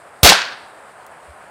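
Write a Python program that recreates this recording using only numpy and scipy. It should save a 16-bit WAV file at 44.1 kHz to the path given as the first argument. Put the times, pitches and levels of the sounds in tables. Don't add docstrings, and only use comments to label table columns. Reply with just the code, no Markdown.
import sys
import numpy as np
from scipy import signal
from scipy.fft import rfft, irfft, next_fast_len
from scipy.io import wavfile
from scipy.ndimage import uniform_filter1d, map_coordinates

SR = 44100
rng = np.random.default_rng(int(sys.argv[2]) if len(sys.argv) > 2 else 0)


def to_wav(sig):
    pcm = np.clip(np.atleast_2d(sig), -1, 1) * 32767
    pcm = np.round(pcm).astype(np.int16)
    wavfile.write(sys.argv[1], SR, pcm.T)


def elevation(decibels):
    levels = np.asarray(decibels, float)
    return 10 ** (levels / 20)


N = 66150
T = np.arange(N) / SR
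BANG_S = .2315

# f/Hz, density/dB
TRAFFIC_COLOUR = [(15, -63.5), (25, -31.5), (65, -11.5), (275, -14.5), (325, -14), (353, -11.5), (669, -2),
                  (1530, -7.5), (3500, -26), (4550, -54), (7700, -120)]
# t/s, level/dB
TRAFFIC_SWELL = [(0, -44), (.7, -42.5), (1.5, -41.5)]
# f/Hz, density/dB
INSECT_COLOUR = [(3500, -7), (4800, -8.5), (6000, -16), (7300, -9), (8400, -2), (10200, -10), (12300, -20),
                 (15400, -25)]
# t/s, peak level/dB
FLAKE_TICKS = [(0.5157, -56), (0.5254, -79), (0.7372, -56), (0.7554, -59), (0.9764, -62.5), (1.065, -38),
               (1.0732, -62), (1.2455, -60), (1.3083, -62.5), (1.4611, -56.5), (1.4814, -54.5),
               (1.4944, -73.5)]
# f/Hz, level/dB
PAPER_COLOUR = [(1500, -7.5), (4500, -12.5), (8000, -9), (12000, -5), (16000, -10)]
# f/Hz, level/dB
NEAR_COLOUR = [(60, -19), (250, 4.5), (700, -1.5), (1600, -4.5), (2600, -4.5), (4500, -2), (8000, -10),
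               (15000, -7.5)]
# f/Hz, T60/s
NEAR_DECAY = [(60, .12), (300, 0.2), (800, 0.39), (1600, 0.58), (3000, 0.43), (5000, 0.36), (9000, 0.26),
              (15000, 0.14)]
# f/Hz, level/dB
FAR_COLOUR = [(200, -21), (800, -4), (1400, -4), (1600, 8.5), (1850, -8.5), (4400, -1), (6500, -8.5),
              (12000, -26)]
# f/Hz, T60/s
FAR_DECAY = [(300, 0.98), (1600, .75), (4300, 0.63), (8000, 0.44)]
# t/s, peak level/dB, sheet ring f/Hz, ring over crack level/dB, snap/1
FENCE_ECHOES = [(.2590, 10, 690, -6, 1.5), (.2720, 9, 4400, -12, .5), (.2900, 13, 2400, -11, 1.5),
                (.2955, 11, 4300, -10, .5), (.2970, -12, 190, 6, 3), (.3040, -1, 4600, -12, .5),
                (.3215, 7, 840, 0, 4), (.3285, -4, 1550, -5, .5), (.3520, -.5, 1700, -5, 4),
                (.3870, -15, 1400, -6, 1.2), (.4165, -11, 1620, -5, .3), (.4500, -20, 4500, -12, .3),
                (.4830, -23, 1550, -5, .3), (.5200, -27, 1600, -3, .3)]


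def unit(x):
    return x / np.sqrt(np.mean(x ** 2) + 1e-20)


def along(points, hz):
    f, v = np.transpose(points)
    return np.interp(np.log(hz + 1), np.log(f + 1), v, left=v[0], right=v[-1])


def filtered(x, response):
    m = next_fast_len(N + SR // 2)
    spectrum = rfft(x, m) * response(np.fft.rfftfreq(m, 1 / SR))
    return irfft(spectrum, m)[..., :N]


def resonance(hz, width_hz):
    return lambda f: 1j * f * width_hz / (hz * hz - f * f + 1j * f * width_hz)


def wobble(rate):
    return map_coordinates(rng.standard_normal(200), [T * rate])


def burst(s, t60):
    return (T >= s) * elevation(-60 * np.abs(T - s) / t60)


def rush(colour, lo_hz, hi_hz, patchy_db):
    z = signal.stft(rng.standard_normal(N), nperseg=512)[2]
    patches = uniform_filter1d(rng.standard_normal(z.shape), size=6, axis=0)
    patches = uniform_filter1d(patches, size=12, axis=1)
    x = signal.istft(z * elevation(patchy_db * unit(patches)), nperseg=512)[1][:N]
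    return unit(filtered(x, lambda f: elevation(along(colour, f)) * (f > lo_hz) * (f < hi_hz)))


def tail(colour, decay):
    hz, t, z = signal.stft(rng.standard_normal(N), SR, nperseg=256)
    loss_db = 60 * np.maximum(t - BANG_S, 0) / along(decay, hz)[:, None]
    gain_db = along(colour, hz)[:, None] - loss_db
    return (T >= BANG_S) * signal.istft(z * elevation(gain_db), SR, nperseg=256)[1][:N]


def background():
    hum_db = np.interp(T, *np.transpose(TRAFFIC_SWELL)) + .7 * wobble(17)
    hiss_db = -57.5 + .8 * wobble(25)
    hiss = elevation(hiss_db) * rush(INSECT_COLOUR, 3500, 17000, patchy_db=.6)
    hum = elevation(hum_db) * rush(TRAFFIC_COLOUR, 20, 3500, patchy_db=.7)
    return hum + hiss


def bump():
    bump_s, length_s, thump_hz = 1.303, .02, 72
    thump = np.exp(-((T - bump_s) / length_s) ** 2) * np.sin(2 * np.pi * thump_hz * (T - bump_s))
    click = filtered(burst(bump_s, 0.022) * rng.standard_normal(N), resonance(4100, 2000))
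    return elevation(-35) * thump + elevation(-41) * click


def flakes():
    shape = np.zeros(N)
    for s, db in FLAKE_TICKS:
        rustle = .22 * burst(s, .04)
        snap = burst(s + .001, .0015)
        shape += elevation(db) * (rustle + snap)
    return 1.3 * shape * rush(PAPER_COLOUR, 1500, 17000, patchy_db=3)


def garden():
    build_s, far_rise_s = .004, 0.036
    t = np.abs(T - BANG_S)
    near_gain = elevation(10.5 + 0.8 * wobble(90)) * (1 - 0.24 * np.exp(-t / build_s))
    near = near_gain * tail(NEAR_COLOUR, NEAR_DECAY)
    far_gain = elevation(-2.5 + 1.5 * wobble(40)) * (1 - np.exp(-t / far_rise_s))
    far = far_gain * tail(FAR_COLOUR, FAR_DECAY)
    return near + far


def fences():
    echo_t60, swell_s, ring_q = 0.022, 0.0013, 9
    air_db_per_s = 150
    crack = resonance(3980, 5500)
    out = np.zeros(N)
    for s, db, hz, ring_db, snap in FENCE_ECHOES:
        smear = burst(s, echo_t60) * (1 - np.exp(-np.abs(T - s) / swell_s))
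        hit = smear * rng.standard_normal(N) - snap * burst(s, .002)
        ring = resonance(hz, hz / ring_q)

        def sheet(f):
            air = elevation(-air_db_per_s * (s - BANG_S) * (f / 1e4) ** 2)
            return air * (elevation(ring_db + 13) * ring(f) + crack(f) ** 2)

        echo = filtered(hit, sheet)
        out += elevation(db) * echo / np.abs(echo).max()
    return out


def blast():
    push_s, boom_hz, boom_t60 = .0019, 66.4, 0.059
    t = np.abs(T - BANG_S)
    tear = elevation(23.5) * burst(BANG_S + 0.00052, 0.015) * rng.standard_normal(N)
    crack = filtered(tear, resonance(3400, 3300))
    fuse = (T < BANG_S) * elevation(-22 - 30 * t / .0045) * rng.standard_normal(N)
    push = elevation(19) * np.exp(-t / push_s)
    boom = elevation(16.5 - 60 * t / boom_t60) * np.sin(2 * np.pi * boom_hz * t)
    return (T >= BANG_S) * (push - boom) + crack + fuse


def scene():
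    return (blast() + garden() + fences() + flakes() + bump() + background())[None]


def saturate(x, top, hard):
    return x / (1 + np.abs(x / top) ** hard) ** (1 / hard)


def band_limit(x):
    return signal.sosfilt(signal.butter(12, 15590, fs=SR, output="sos"), x)


def record(dry):
    bias, sag_hz = .2, 95
    railed = saturate(dry + bias, 1.0, hard=8) - bias
    sagged = filtered(railed, lambda f: 1j * f / (sag_hz + 1j * f))
    mix = saturate(sagged, .9, hard=12)
    return band_limit(mix)


dry = scene()
out = record(dry)
to_wav(out)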